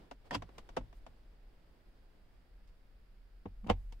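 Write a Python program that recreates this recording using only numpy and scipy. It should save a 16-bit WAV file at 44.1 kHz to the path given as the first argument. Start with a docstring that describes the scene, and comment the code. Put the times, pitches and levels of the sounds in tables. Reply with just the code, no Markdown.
"""Small plastic clicks and a brush of fingers, close by: a hand works a compartment in a car's console.
It knocks hollowly, judders along its track and snaps against its stop, each hit ringing the plastic.
After a lull the padded armrest lid touches down and is pressed shut with a hard clack that sets the
cabin booming. Underneath, the small, dead cabin holds only a low rumble and a faint hiss."""
import sys
import numpy as np
from scipy import signal
from scipy.fft import rfft, irfft
from scipy.io import wavfile

SR = 44100
rng = np.random.default_rng(int(sys.argv[2]) if len(sys.argv) > 2 else 0)


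def log_audio(samples):
    """Write samples as a 16-bit WAV file to the path given in sys.argv[1]."""
    # one column per channel
    frames = np.atleast_2d(samples).T
    # limit to full scale, then quantise
    limited = np.clip(frames, -1, 1)
    pcm = np.round(limited * 32767).astype(np.int16)
    wavfile.write(sys.argv[1], SR, pcm)


N = 176400

# The compartment's clicks. Each row: start in seconds, level in dB, brightness in dB per octave,
# thump in dB, left over right in dB.
TRAY_CLICKS = [(0.1115, -46.5, 0, -78, -0.5), (0.3083, -42.5, 1.5, -52.5, 0),
               (0.3462, -35.5, 1, -43.5, -2.5), (0.3500, -36, 0.5, -42.5, 0), (0.3605, -53, -4, -39, -7),
               (0.4213, -45.5, -1, -48, 2.5), (0.490, -57, -3, -74, 0), (0.5815, -48, 2, -78.5, 1.5),
               (0.6897, -54, 1, -63, 1.5), (0.7657, -49, 2.5, -58, 4.5), (0.7690, -34, -1.5, -47.5, 0),
               (0.809, -56, -5, -53.5, 0), (0.927, -58, -1.5, -89, 3), (1.0643, -52.5, -0.5, -81, 2)]
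# Its hollow knocks, retuned by the hand's grip. Each row: start in seconds, level in dB, pitch ratio.
TRAY_KNOCKS = [(0.1137, -49.5, 1.096), (0.3166, -45.5, 1.1), (0.3559, -46, 1.07), (0.4232, -55, 1.09),
               (0.5835, -57, 0.93), (0.6918, -59.5, 1.04), (0.7713, -33.5, 1.005), (1.0655, -58, 0.98)]
# Modes of the compartment, its flap, its sprung catch and the console's shell.
# Each row: pitch in Hz, relative level in dB, seconds to fade by 60 dB.
TRAY_MODES = [(256, -3, 0.085), (520, -1, 0.05), (672, 3.5, 0.036), (780, -1.5, 0.035), (885, -5, 0.045),
              (1310, -10, 0.045), (2654, -22, 0.05)]
FLAP_MODES = [(965, -6, .07), (1270, -5, .028), (1836, 0, .034)]
CATCH_MODES = [(1003, 1.5, 0.038), (2750, -6.5, 0.044), (3287, -0.5, 0.038), (4770, -4, 0.033),
               (5160, -4, 0.031)]
SHELL_MODES = [(49.6, 0, 0.42), (104.3, 0.5, 0.28), (156.5, -4.5, 0.23), (239, -9, 0.18), (283.6, 3, 0.071)]
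# The armrest lid's blows, and light ticks from its hinge and catch. Each row: start in seconds,
# level in dB, brightness in dB per octave, thump in dB, left over right in dB.
LID_BLOWS = [(3.4563, -48, -3.5, -43, 3), (3.643, -62, 1, -68, 1), (3.665, -55.5, -3, -41.5, 3),
             (3.6705, -60.5, 6.5, -56, -2), (3.683, -51.5, -5, -46.5, 6), (3.690, -45, 0, -61, 3),
             (3.695, -42.5, 2, -51, -7), (3.6988, -25.5, 0.7, -27.5, -0.5), (3.7065, -43, -0.5, -51, -5)]
HINGE_TICKS = [(2.675, -82, 6.5, -73, -10), (2.69, -81.5, 5.5, -78, -5), (3.9232, -60, 4, -60, -0.5)]
# Modes of the lid, and the boom of the box under it.
# Each row: pitch in Hz, relative level in dB, seconds to fade by 60 dB.
LID_MODES = [(208, -1, .08), (290, -2, .06), (358, -7, .06), (482, 6.5, .055), (673, -9, .06),
             (768, 0, .055), (904, -2.5, .06), (1070, -4.5, .05), (1744, -19, .06), (2140, -13, .05),
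             (2730, -12.5, .045), (2990, -13, .045), (4646, -26, .05)]
BOX_MODES = [(42.95, -5.5, 0.46), (89.1, -1, 0.18), (224, -0.5, 0.05), (264, -1.5, 0.05)]
# Tone of the dense ring in trim and lid. Each row: frequency in Hz, relative third-octave level in dB.
TRIM_COLOUR = [(125, -24.5), (300, -22), (550, -22), (850, -12.5), (1300, -19), (2200, -21.5),
               (3200, -20.5), (4100, -28.5), (5100, -24), (6500, -30), (10000, -39), (15000, -45.5)]
LID_COLOUR = [(100, -28), (250, -17.5), (550, -15), (900, -7.5), (1250, -21.5), (1600, -23), (2900, -20.5),
              (4200, -33.5), (6500, -36.5), (10000, -48), (15000, -53)]
# How long that ring hangs on. Each row: frequency in Hz, seconds to fade by 60 dB.
RING_DECAY = [(100, 0.25), (300, 0.09), (800, 0.046), (3000, 0.07), (15000, 0.063)]
# Fingers and sleeve brushing the trim. Each row: peak time in seconds, half-width in seconds,
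# level in dB, brightness in dB per octave.
BRUSH_SWELLS = [(-0.008, 0.065, -60.5, -2), (0.265, 0.016, -61.5, -1.5), (0.568, 0.28, -67, -1.5),
                (0.968, 0.024, -77, 4), (1.076, 0.085, -73, -1), (1.63, 0.96, -72.5, -1.5)]
# Tone of the brushing, the rumble and the hiss. Each row: frequency in Hz, relative level in dB.
BRUSH_COLOUR = [(100, -3), (300, 1), (700, -2.5), (1500, -11), (3500, -14), (5200, -18.5), (6500, -24.5),
                (15000, -29.5)]
RUMBLE_COLOUR = [(15, -0.5), (28, 5.5), (41, 9.5), (55, -5), (130, -21.5), (300, -56)]
HISS_COLOUR = [(59, -38.5), (100, -10.5), (193, -3.5), (314, -10), (640, -12.5), (1050, -18), (1630, -16),
               (4140, -26), (4910, -22.5), (5940, -36), (15700, -35.5)]
# The rumble's fader ride. Each row: time in seconds, level in dB.
RUMBLE_RIDE = [(0, -62), (.5, -55.5), (1.1, -55), (1.399, -59), (3.5, -57), (3.8, -46), (4, -50)]
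# The console sits to the right; its top end glances off to the left.
# Each row: frequency in Hz, left over right in dB.
CONSOLE_PAN = [(60, -1.5), (250, -1), (500, -3), (1000, 1), (2200, -0.5), (5000, -5), (8000, 9.5),
               (13000, 0)]
# Stereo image, near mono in the bass and wide on top. Each row: frequency in Hz, left-right correlation.
CORRELATION = [(40, 0.95), (125, 1), (500, 0.53), (1000, 0.18), (2000, 0.15), (15000, 0.055)]

TRAY_MODES_DB, LID_MODES_DB = -11.5, -2.5  # main modes, relative to each hit's level
FLAP_S, FLAP_DB = .3088, -42.5
CATCH_S, CATCH_DB = .3503, -42
SLIDE_START_S, SLIDE_END_S, SLIDE_START_DB, SLIDE_END_DB = .314, .347, -50, -43
SLIP_COUNT, SLIP_DETUNE, SLIP_CATCH_DB = 10, .04, -8  # each slip rings the catch, a little off pitch
SLIDE_END_TILT_DB, SLIDE_DULL_DB = 1.5, -5  # per octave: final brightness, and the offset it starts at
BUMP_S, BUMP_HALF_WIDTH_S, BUMP_HZ, BUMP_DB = 3.652, .014, 204, -43
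RISE_S, RISE_CYCLES = .0012, .295  # attack of the dense ring, slower in the bass
CRACK_DB, CRACK_S = 6.5, .0017  # the direct sound, ahead of the close reflections
TAIL_DB, TAIL_T60_S = -40, .4
MODE_WIDTH = .89  # scales the phase gap between left and right
GRAIN_DB, GRAIN_S = 1.5, .02  # flicker of the brushing
HISS_DB, CUTOFF_HZ = -73.2, 15800


def compartment():
    """Plastic clicks and hollow knocks; the flap lets go, the tray slides and the catch snaps."""
    out = strikes(TRAY_CLICKS, TRIM_COLOUR, TRAY_MODES, TRAY_MODES_DB, SHELL_MODES)
    for start, db, pitch in TRAY_KNOCKS:
        add(out, start, amp(db) * modal_ring(TRAY_MODES, pitch=pitch))
    add(out, FLAP_S, amp(FLAP_DB) * modal_ring(FLAP_MODES))
    add(out, CATCH_S, amp(CATCH_DB) * modal_ring(CATCH_MODES))
    return out + judder()


def judder():
    """The compartment slips along its track in tiny uneven jerks, growing louder and brighter."""
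    out = np.zeros((2, N))
    for k, (late, detune) in enumerate(rng.random((SLIP_COUNT, 2))):
        progress = (k + late) / SLIP_COUNT
        start = SLIDE_START_S + progress * (SLIDE_END_S - SLIDE_START_S)
        gain = amp(SLIDE_START_DB + progress * (SLIDE_END_DB - SLIDE_START_DB))
        dull_db = SLIDE_DULL_DB * (1 - progress)
        pitch = 1 + SLIP_DETUNE * (2 * detune - 1)
        add(out, start, gain * dense_ring(TRIM_COLOUR, SLIDE_END_TILT_DB + dull_db, size=4096))
        add(out, start, gain * amp(SLIP_CATCH_DB) * modal_ring(CATCH_MODES, dull_db, pitch))
    return out


def armrest():
    """The hinge ticks; the padded lid lands, squeezes onto its rim with a soft bump and latches."""
    t = np.arange(N) / SR - BUMP_S
    bump = amp(BUMP_DB) * np.exp(-(t / BUMP_HALF_WIDTH_S) ** 2) * np.sin(2 * np.pi * BUMP_HZ * t)
    ticks = strikes(HINGE_TICKS, TRIM_COLOUR, LID_MODES, LID_MODES_DB, BOX_MODES)
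    blows = strikes(LID_BLOWS, LID_COLOUR, LID_MODES, LID_MODES_DB, BOX_MODES)
    return blows + bump + ticks


def strikes(hits, colour, modes, modes_db, body_modes):
    """Three layers to a hit: the part's dense ring, its main modes and a thump from the body behind."""
    out = np.zeros((2, N))
    for start, db, tilt_db, thump_db, pan_db in hits:
        gain = amp(db + np.array([[pan_db], [-pan_db]]) / 2)
        add(out, start, gain * dense_ring(colour, tilt_db, size=8192))
        add(out, start, gain * amp(modes_db) * modal_ring(modes, tilt_db))
        add(out, start, amp(thump_db) * modal_ring(body_modes))
    return out


def dense_ring(colour, tilt_db, size):
    """Countless small modes and close reflections: third-octave noise bands, each with its own decay."""
    hz, spectrum = stereo_spectrum(size)
    t = np.arange(size) / SR
    crack = amp(CRACK_DB) * np.exp(-t / CRACK_S)
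    tail = amp(TAIL_DB) * decay(t, TAIL_T60_S)
    out = np.zeros((2, size))
    for centre_hz in 125 * 2 ** (np.arange(22) / 3):
        band_power = np.maximum(1 - 3 * abs(np.log2((hz + 1) / centre_hz)), 0)
        band = irfft(spectrum * np.sqrt(band_power))
        attack = 1 - np.exp(-t / (RISE_S + RISE_CYCLES / centre_hz))
        fall = crack + decay(t, curve_at(RING_DECAY, centre_hz)) + tail
        gain = amp(curve_at(colour, centre_hz) + tilt_db * np.log2(centre_hz / 1000))
        out += gain * unit_hit(band * attack * fall)
    return out


def modal_ring(modes, tilt_db=0, pitch=1):
    """Damped modes struck once; the higher ones spread wider, with left and right out of step."""
    t, out = np.arange(SR // 2) / SR, 0
    for k, (hz, db, t60) in enumerate(modes):
        envelope = (1 - np.exp(-2 * t * hz)) * decay(t, t60)
        phase_gap = (-1) ** k * MODE_WIDTH * np.arccos(curve_at(CORRELATION, hz))
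        phase = phase_gap / 2 * np.array([[-1], [1]])
        gain = amp(db + tilt_db * np.log2(hz / 1000))
        out = out + gain * envelope * np.sin(2 * np.pi * hz * pitch * t + phase)
    fade_out = np.minimum(10 * (1 - t / t[-1]), 1)
    return unit_hit(out * fade_out)


def brushing():
    """Soft, grainy swells of skin and cloth on plastic."""
    t, out = np.arange(N) / SR, 0
    grain_times = np.arange(0, N / SR, GRAIN_S)
    grain_db = GRAIN_DB * np.interp(t, grain_times, rng.standard_normal(N)[:len(grain_times)])
    for peak, half_width, db, tilt_db in BRUSH_SWELLS:
        swell = np.exp(-((t - peak) / half_width) ** 2 / 2)
        out = out + amp(db + grain_db) * swell * wash(BRUSH_COLOUR, tilt_db)
    return out


def cabin():
    """The bed: a low rumble that swells as the lid shuts, and a faint, steady hiss leaning right."""
    rumble_db = np.interp(np.arange(N) / SR, *np.transpose(RUMBLE_RIDE))
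    rumble = amp(rumble_db) * wash(RUMBLE_COLOUR)
    hiss = amp(HISS_DB + np.array([[-1], [1]])) * wash(HISS_COLOUR)
    return rumble + hiss


def wash(colour, tilt_db=0):
    """Coloured stereo noise at unit RMS, tilted by tilt_db per octave above 100 Hz."""
    hz, spectrum = stereo_spectrum(N)
    eq_db = curve_at(colour, hz) + tilt_db * np.log2(np.maximum(hz, 100))
    noise = irfft(spectrum * amp(eq_db), N)
    return noise / noise.std()


def stereo_spectrum(size):
    """Frequencies and spectrum of white noise with a centred bass and a wide top."""
    hz = np.fft.rfftfreq(size, 1 / SR)
    mid, side = rfft(rng.standard_normal((2, size)))
    correlation = curve_at(CORRELATION, hz)
    mid, side = mid * np.sqrt((1 + correlation) / 2), side * np.sqrt((1 - correlation) / 2)
    return hz, np.array([mid + side, mid - side])


def pan_console(sound):
    """Leans each band of the console's sound to the left or right."""
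    pan_db = curve_at(CONSOLE_PAN, np.fft.rfftfreq(2 * N, 1 / SR))
    return irfft(rfft(sound, 2 * N) * amp(np.array([pan_db, -pan_db]) / 2))[:, :N]


def amp(db):
    """Decibels to gain."""
    return 10 ** (np.asarray(db) / 20)


def decay(t, t60):
    """An exponential fade, 60 dB down after t60 seconds."""
    return np.exp(-np.log(1000) * t / t60)


def curve_at(points, hz):
    """Reads a table along a log-frequency axis."""
    point_hz, values = np.transpose(points)
    return np.interp(np.log(hz + 1), np.log(point_hz + 1), values)


def unit_hit(sound):
    """Scales each channel to the energy of 20 ms at level 1."""
    return sound / np.sqrt((sound ** 2).sum(-1, keepdims=True) / (.02 * SR) + 1e-20)


def add(mix, start_s, sound):
    """Drops a stereo sound into the mix at start_s."""
    part = mix[:, max(round(start_s * SR), 0):][:, :sound.shape[1]]
    part += sound[:, :part.shape[1]]


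def scene():
    """The console's parts, panned into place over the quiet cabin."""
    return cabin() + pan_console(compartment() + armrest() + brushing())


def record(dry):
    """A steep low-pass shaves off the very top."""
    low_pass = signal.firwin(511, CUTOFF_HZ, window=("kaiser", 9), fs=SR)
    return signal.oaconvolve(dry, low_pass[None], "same")


dry = scene()
out = record(dry)
log_audio(out)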